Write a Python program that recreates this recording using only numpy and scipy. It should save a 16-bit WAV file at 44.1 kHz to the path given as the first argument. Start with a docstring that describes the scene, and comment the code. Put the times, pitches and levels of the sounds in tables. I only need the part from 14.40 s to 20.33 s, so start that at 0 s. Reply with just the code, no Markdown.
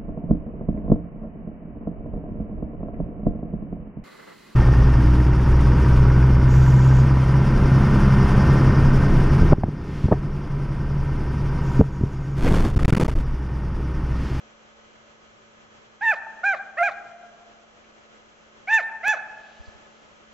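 """A hound gives five high, yelping bays, three and then two, at the edge of an autumn wood.
Its vocal folds buzz through its throat: each bay arches up in pitch, rings clear and ends in a rasp.
The trees throw back a long tail. Under it lie a far rush of air and the hum of a camera's motor.
Loud notes crackle faintly, and near the end a hand nudges the camera."""
import sys
import numpy as np
from scipy import signal
from scipy.fft import rfft, irfft, next_fast_len
from scipy.io import wavfile
from scipy.ndimage import uniform_filter1d

SR = 44100
rng = np.random.default_rng(int(sys.argv[2]) if len(sys.argv) > 2 else 0)


def log_audio(samples):
    """Write samples as a 16-bit WAV file to the path given in sys.argv[1]."""
    # one column per channel
    frames = np.atleast_2d(samples).T
    # limit to full scale, then quantise
    limited = np.clip(frames, -1, 1)
    pcm = np.round(limited * 32767).astype(np.int16)
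    wavfile.write(sys.argv[1], SR, pcm)


N = 261513
TIME = np.arange(N) / SR
# in the third bay the voice catches on a lower, fuller note, then breaks upward
CATCH_BAY, CATCH_HZ, BREAK_S, BREAK_HZ_PER_S = 2, 690.5, 2.425, 12000


def hound(ear_lag_s=.00002, hiss_db=-55.5, linger_db=-25):
    """All five bays: the stereo sound that comes straight to us, and the sound sent into the trees."""
    # one bay a row: (start [s], length [s], opening pitch [Hz], top pitch [Hz], sag of the top [Hz/s],
    # overshoot [Hz], fade-in [s], level at the swell [dB], swell after [s], swell size [dB],
    # base note's share at the swell [dB], mouth brightness [dB], extra brightness at first [dB],
    # treble from strain [dB], hoarseness [rad per harmonic], rasp [dB], left over right [dB],
    # level sent into the trees [dB])
    bays = [(1.608, 0.147, 770, 889, 149, 51.5, 0.016, -15.5, 0.083, 9.5, -11.5, 0.2, -16, -4.5, 0.04, -2.5, -2.5, -0.5),
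            (2.032, 0.131, 679, 791.5, 785, 2, 0.0092, -18, 0.047, 5.5, -11, -4.5, -8.5, -6, 0.045, -7, -2.5, 0),
            (2.367, 0.142, 542.5, 811.2, -100, -1, .02, -20.7, 0.088, 3, -10, -1.5, 12, -2.0, 0.1, -4.5, -2.5, -0.9),
            (4.272, 0.149, 682.3, 893.6, -5, -1.5, 0.012, -13, 0.076, 13.5, -14.5, -3.1, 17.5, 4, 0.081, 0, -2.5, 0.9),
            (4.629, 0.135, 622.3, 863.8, -310, 2, 0.012, -17.5, 0.064, 11, -12, -5.5, 13.5, 7.5, 0.075, 0, -3.5, 3.5)]
    # rasp of swirling air in the throat: (frequency [Hz], relative level [dB])
    rasp_colour = [(250, -28.5), (450, -32.5), (650, -9.5), (1000, -22), (1500, 8.5), (2000, 6.5),
                   (2550, 10), (3000, -16.5), (3800, -9), (4800, -10.5), (6800, -21), (8000, -25)]
    jitter, shimmer = 0.063 * drift(300), 0.46 * drift(170)   # unsteadiness of pitch and of strength
    rasp = noise(lambda hz: from_db(at_hz(rasp_colour, hz)))
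    hiss = band(centre_hz=3820, width_hz=990) + 0.29 * band(centre_hz=6500, width_hz=2200)
    # the caught note lingers under the high one and beats with it
    linger = np.sqrt(2) * from_db(linger_db) * bell(BREAK_S + 0.017, half_s=0.03)
    low_note = linger * np.sin(2 * np.pi * CATCH_HZ * TIME)
    straight, sent = 0, 0
    for k, (*row, pan_db, sent_db) in enumerate(bays):
        catches, end_s = k == CATCH_BAY, row[0] + row[1]
        voice = bay(row, catches, jitter, shimmer, rasp)
        # as the folds let go, the last air hisses past the dog's teeth
        voice = voice + from_db(hiss_db) * hiss * bell(end_s + 0.0095, half_s=0.0085)
        straight = straight + place(voice + catches * low_note, pan_db, ear_lag_s)
        sent = sent + voice * from_db(sent_db)
    return straight, sent


def bay(row, catches, jitter, shimmer, rasp, release_s=0.036, slack_db_per_hz=0.12):
    """One bay: the vocal folds chop the breath into a base note and its overtones (whole multiples)."""
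    (start_s, length_s, opening_hz, top_hz, sag, overshoot_hz, attack_s, peak_db, peak_s, swell_db,
     peak_share_db, open_db, opening_db, strain_db, hoarse, rasp_db) = row
    end_s = start_s + length_s
    on = (TIME > start_s) & (TIME < end_s)
    t = TIME[on]
    since, left = t - start_s, end_s - t
    pitch = pitch_arch(since, length_s, opening_hz, top_hz, sag, overshoot_hz)
    swell = bell(start_s + peak_s, half_s=0.028)[on]
    push_db = swell_db * (swell - 1)
    # on the way down the base note passes the throat's lowest resonance and grows
    closing = bell(end_s - .02, half_s=0.0068)[on]
    flutter_db = 0.9 * (1 - swell) * wander(63, size=len(t), count=1)[0]
    level_db = peak_db + push_db + 2 * closing + flutter_db
    # the swell goes mostly into the overtones, so the base note's share shrinks
    share_db = peak_share_db - 0.65 * push_db + 4 * closing
    if catches:
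        pitch = np.minimum(pitch, CATCH_HZ + BREAK_HZ_PER_S * np.maximum(t - BREAK_S, 0))
        caught = bell(BREAK_S - 0.0055, half_s=0.011)[on]
        level_db, share_db = level_db + 4.5 * caught, share_db + 8.5 * caught
    # the folds swing unevenly as they start and as they let go; the middle is clear
    rough = np.clip(.055 + 0.23 * np.exp(-since / .018) + 0.79 * np.exp(-(left / 0.021) ** 2), 0, 1)
    phase = 2 * np.pi * np.cumsum(pitch * (1 + rough * jitter[on])) / SR
    # each closing of the folds comes a little early or late
    fray = hoarse * drift(450)[on]
    bright_db = open_db + opening_db * np.exp(-(since / .024) ** 2)
    # strain and the swell lift the treble, more so late in the bay; slack folds dull it
    treble_db = strain_db + 0.22 * (push_db - np.median(push_db)) + 1.5 * (2 * since / length_s - 1)
    treble_db -= slack_db_per_hz * (top_hz - pitch)
    overtones = throat(pitch, phase, fray, bright_db, treble_db)
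    share = from_db(np.minimum(share_db, -1.2))
    folds = share * np.sin(phase) + np.sqrt(1 - share ** 2) * overtones
    # air rushes through each time the folds open
    breath = from_db(rasp_db) * rough * rasp[on] * (1 + 0.45 * np.cos(phase))
    voice = folds * np.sqrt(2 - rough ** 2) * (1 + rough * shimmer[on]) + breath
    out = np.zeros(N)
    out[on] = voice * from_db(level_db) * np.minimum(since / attack_s, 1) * np.minimum(left / release_s, 1)
    return out


def pitch_arch(since, length_s, opening_hz, top_hz, sag, overshoot_hz,
               climb_hz_per_s=6330, drop_hz_per_s=9840, end_hz=449, rounding_hz=44.6):
    """A bay's pitch climbs, holds and drops: the lowest of three curves, with rounded corners."""
    climb = opening_hz + climb_hz_per_s * since
    overshoot = overshoot_hz * np.exp(-.5 * ((since - .032) / .011) ** 2)   # from a hard start
    top = top_hz - sag * (since - length_s / 2) + overshoot
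    drop = end_hz + drop_hz_per_s * (length_s - since)
    return -rounding_hz * np.log(np.sum(np.exp(-np.array([climb, top, drop]) / rounding_hz), axis=0))


def throat(pitch, phase, fray, bright_db, treble_db,
           length_ratio=0.96, mouth_hz=2300, mouth_width_hz=650, strain_hz=3300):
    """Overtones glide through the throat's resonances, the pitches at which it rings most easily."""
    # throat and open mouth at a length ratio of 1: (frequency [Hz], relative level [dB])
    resonances = [(1000, 4.5), (1400, -5.5), (1780, 4), (2100, -12), (2420, -3), (2700, -20.5),
                  (3100, -33.5), (3550, -23.5), (4000, -36), (4330, -51), (4680, -41.5), (5250, -39),
                  (5600, -30.5), (6300, -36), (7200, -36.5), (8000, -72)]
    k = np.arange(2, 13)[:, None]
    hz = k * pitch
    # above the second harmonic, the mouth's opening shapes the level and each one flickers on its own
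    mouth_db = bright_db * np.exp(-.5 * ((hz - mouth_hz) / mouth_width_hz) ** 2)
    flicker_db = 2.8 * wander(70, size=len(pitch), count=len(k))
    lift_db = treble_db * np.clip(hz / strain_hz, 0, 1) ** 4
    gains = from_db(at_hz(resonances, hz * length_ratio) + (k > 2) * (mouth_db + flicker_db) + lift_db)
    gains /= np.sqrt(np.sum(gains ** 2, axis=0))
    # uneven timing frays the highest overtones most
    return np.sum(gains * np.sin(k * phase + (k - 2) * fray), axis=0)


def woodland(x, build_s=0.011, likeness=0.7, pan_db=0.9, near_db=8.5, near_s=0.056, flutter_db=1.5):
    """Countless trunks scatter a tail that dies sooner in the treble; a few near ones echo singly."""
    # scatter from the trees: (frequency [Hz], level [dB], time to fade by 60 dB [s])
    trees = [(300, -9, 4.3), (630, -7.5, 1.96), (890, -10.5, 1.9), (1700, -13, 1.365), (2520, -18.5, 1.5),
             (3420, -19.5, .25), (7000, -13, 0.2)]
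    # nearest trunks and ground: (delay [s], level [dB])
    echoes = [(.0125, -28), (.031, -23.5), (0.097, -28), (.135, -26), (.21, -37.5)]
    t = TIME[:2 * SR]
    edges_hz = np.geomspace(250, 8000, 11)
    white = rng.standard_normal((2, 2, len(t)))
    response = np.zeros((2, len(t)))   # how the wood answers a single click
    for k, (low, high) in enumerate(zip(edges_hz, edges_hz[1:])):
        mid, side = signal.sosfilt(butter(2, [low, high], "band"), white[k % 2])
        hz = np.sqrt(low * high)
        decay = from_db(-60 * t / at_hz(trees, hz, axis=2))
        decay *= (1 - np.exp(-t / build_s)) * from_db(near_db * np.exp(-t / near_s))
        decay *= from_db(at_hz(trees, hz)) / np.sqrt(2 * np.sum(decay ** 2))
        response += decay * (np.sqrt(1 + likeness) * mid + np.sqrt(1 - likeness) * side * [[1], [-1]])
    tail = signal.fftconvolve(x[None], response, axes=1)[:, :N]
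    tail = tail * from_db([[pan_db / 2], [-pan_db / 2]]) * from_db(flutter_db * drift(35))
    dull = signal.sosfilt(butter(2, 3000), x)
    return tail + sum(from_db(db) * np.interp(TIME - delay, TIME, dull) for delay, db in echoes)


def mic_ports(x, treble_hz=2200, treble_db=3.5, top_hz=4500, top_lag_s=.000012):
    """The microphone's left opening favours the treble and gets the highest overtones a little late."""
    treble = signal.sosfiltfilt(butter(4, treble_hz, "high"), x)
    top = signal.sosfiltfilt(butter(4, top_hz, "high"), x)
    late_top = np.array([np.interp(TIME - top_lag_s, TIME, top[0]), top[1]])
    return x - top + late_top + treble * (from_db([[treble_db / 2], [-treble_db / 2]]) - 1)


def far_air(level_db=-53.0, waver_db=-1.0):
    """A far rush of air with the microphone's hiss, mostly different at the two ears."""
    # rush and hiss: (frequency [Hz], relative level [dB])
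    colour = [(20, -12.5), (50, -4.5), (95, -8.5), (180, -4.5), (265, -7.5), (350, -2), (560, -3),
              (900, -5), (1550, -5.5), (2000, -11), (3200, -12.5), (3700, -17), (4800, -20.5), (7400, -23)]
    # how alike the two ears hear it: (frequency [Hz], likeness [-1 to 1])
    likeness = [(50, 0.5), (265, -0.17), (500, 0.27), (900, -0.33), (1280, 0.24), (1550, -0.77),
                (2200, -0.0089), (4500, -0.31), (6500, 0.71)]
    mid = noise(lambda hz: from_db(at_hz(colour, hz)) * np.sqrt(1 + at_hz(likeness, hz)))
    side = noise(lambda hz: from_db(at_hz(colour, hz)) * np.sqrt(1 - at_hz(likeness, hz)))
    return from_db(level_db + waver_db * drift(9.9)) * np.array([mid + side, mid - side]) / np.sqrt(2)


def camera_motor(drum_hz=101.2, wobble=0.000586, flutter=0.14, uneven_db=4.5, apart_turns=0.56):
    """The motor hums on steady tones; its spinning drum adds a row of faint, uneven overtones."""
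    # motor tones: (frequency [Hz], level [dB], shift between left and right [turns])
    hum = [(220.4, -64.5, 0.01), (451, -76, 0.05), (576, -67.5, .05), (604, -72.5, .08), (1260, -69, .22),
           (1660, -68, 0.61), (1731, -81.5, 1), (2076, -76, .25), (2360, -76, .25), (2660, -75.5, 0.45),
           (2800, -75, .25), (3074, -74.5, .2), (3300, -73.5, .27), (4080, -79, .1)]
    # outline of the drum's overtones: (frequency [Hz], typical level of each [dB])
    outline = [(1500, -75), (3200, -93.5), (4500, -100), (5600, -89), (6300, -82.5), (7400, -96.5)]
    wobbly_time = TIME + wobble * np.cumsum(drift(6.03)) / SR
    whirr = [(hz, at_hz(outline, hz) + uneven_db * min(rng.normal(), 1), apart_turns * rng.normal())
             for hz in drum_hz * np.arange(15, 75)]
    out = np.zeros((2, N))
    for hz, db, shift in list(hum) + whirr:
        wave = np.sqrt(2) * from_db(db) * np.sin(2 * np.pi * (hz * wobbly_time + rng.random()))
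        out += [wave, np.roll(wave, round(shift * SR / hz))]
    return out * (1 + flutter * drift(5))


def hand_on_camera(right_lead_s=0.0012):
    """Nudges rock the camera, pushing its two microphones opposite ways; something rustles softly."""
    # nudges of the hand: (time [s], level [dB], half length [s], frequency [Hz])
    nudges = [(5.208, -34, 0.007, 50), (5.286, -33.5, 0.0047, 55.7), (5.358, -44, 0.006, 53)]
    # soft rustles: (time [s], level [dB], half length [s], centre [Hz], width [Hz])
    rustles = [(3.445, -57, 0.005, 2160, 1240), (5.11, -61, 0.12, 3240, 2990),
               (5.262, -58, 0.0048, 4670, 592.7), (5.28, -66, 0.052, 4770, 3000),
               (5.59, -68.5, 0.091, 3580, 3500)]
    rock = sum(from_db(db) * bell(s, half_s) * np.sin(2 * np.pi * hz * (TIME - s))
               for s, db, half_s, hz in nudges)
    rustle = sum(from_db(db) * bell(s, half_s) * band(hz, width) for s, db, half_s, hz, width in rustles)
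    return np.array([rock, -np.interp(TIME + right_lead_s, TIME, rock)]) + rustle


def low_drone(s=1.2, half_s=.33, hz=108, level_db=-70.0):
    """A faint low drone swells and sinks before the first bay."""
    return np.sqrt(2) * from_db(level_db) * bell(s, half_s) * np.sin(2 * np.pi * hz * TIME)


def ticks(x, boost_db=26.5, small_per_s=50, small_db=-37, spread_db=4.0, pop_s=4.6825, pop_db=-14.5):
    """Tiny sharp ticks, denser and stronger the louder the sound, and one fuller pop in the last bay."""
    # one set tick in each bay: (time [s], level before the boost [dB])
    set_ticks = [(1.702, -50.5), (2.089, -56), (2.4347, -52), (4.3338, -50), (4.681, -37)]
    loud = np.sqrt(uniform_filter1d(np.mean(x ** 2, axis=0), size=400) + 1e-12)
    loud = loud / loud.max()
    strength = loud ** 0.29
    happens = (rng.random(N) < small_per_s * strength / SR) & (loud > .2)
    clicks = happens * strength * from_db(small_db + spread_db * rng.standard_normal(N))
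    for s, db in set_ticks:
        clicks[round(s * SR)] = from_db(db + boost_db)
    clicks = signal.sosfilt(butter(1, 9000), clicks + 1e-18)
    pop = signal.sosfilt(butter(1, [250, 4200], "band"), bell(pop_s, half_s=.00006) + 1e-18)
    return clicks + from_db(pop_db) * pop


def fizz(x, level_db=-33.0, flicker_db=8.5):
    """A faint flickering fizz that grows with the sound's power, so only loud notes carry it."""
    power = uniform_filter1d(np.mean(x ** 2, axis=0), size=400)
    grain = rng.standard_normal(N) + 0.43 * rng.standard_normal((2, N))
    return from_db(level_db + flicker_db * drift(70)) * power * grain


def from_db(db):
    """Turn decibels into a number to multiply by."""
    return 10 ** (np.asarray(db) / 20)


def rms_one(x):
    """Scale to an average strength (rms) of 1."""
    return x / np.sqrt(np.mean(x ** 2) + 1e-20)


def at_hz(points, hz, axis=1):
    """Read one column of a table at any frequency, gliding between its rows."""
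    points = np.array(points)
    return np.interp(np.log(np.maximum(hz, 1)), np.log(points[:, 0]), points[:, axis])


def butter(order, hz, kind="low"):
    """A smooth filter that keeps the lows, the highs or a band."""
    return signal.butter(order, hz, kind, fs=SR, output="sos")


def noise(gain_at):
    """Noise of strength 1, coloured by a gain for each frequency."""
    size = next_fast_len(N)
    hz = np.arange(size // 2 + 1) * SR / size
    return rms_one(irfft(rfft(rng.standard_normal(size)) * gain_at(hz), size)[:N])


def band(centre_hz, width_hz):
    """Noise of strength 1 gathered around one frequency."""
    return noise(lambda hz: 1 / (1 + (2 * (hz - centre_hz) / width_hz) ** 2))


def drift(rate):
    """A random wander of spread 1, up to about this many turns a second."""
    return noise(lambda hz: 1 / (1 + (hz / rate) ** 2))


def wander(rate, size, count):
    """Several short, unrelated drifts."""
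    hz = np.arange(SR // 4 + 1) * 2
    spectra = rfft(rng.standard_normal((count, SR // 2))) / (1 + (hz / rate) ** 2)
    return rms_one(irfft(spectra, SR // 2))[:, :size]


def bell(s, half_s):
    """A bell-shaped rise and fall around one moment."""
    return np.exp(-.5 * ((TIME - s) / half_s) ** 2)


def place(x, pan_db, lag_s):
    """Mono to stereo, with the left side a little late."""
    return np.array([np.interp(TIME - lag_s, TIME, x) * from_db(pan_db / 2), x * from_db(-pan_db / 2)])


def scene():
    """The hound and its echo over the quiet background."""
    straight, sent = hound()
    bays_in_wood = mic_ports(straight) + woodland(sent)
    return bays_in_wood + far_air() + camera_motor() + low_drone() + hand_on_camera()


def record(dry):
    """The high treble is cut off, and faint ticks and fizz ride on the loud notes."""
    mic_top_hz, cutoff_hz = 7634, 16000
    narrow = signal.sosfilt(signal.ellip(8, .3, 48, mic_top_hz, fs=SR, output="sos"), dry)
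    crackly = narrow + ticks(narrow) + fizz(narrow)
    return signal.sosfilt(signal.ellip(10, .2, 80, cutoff_hz, fs=SR, output="sos"), crackly)


dry = scene()
out = record(dry)
log_audio(out)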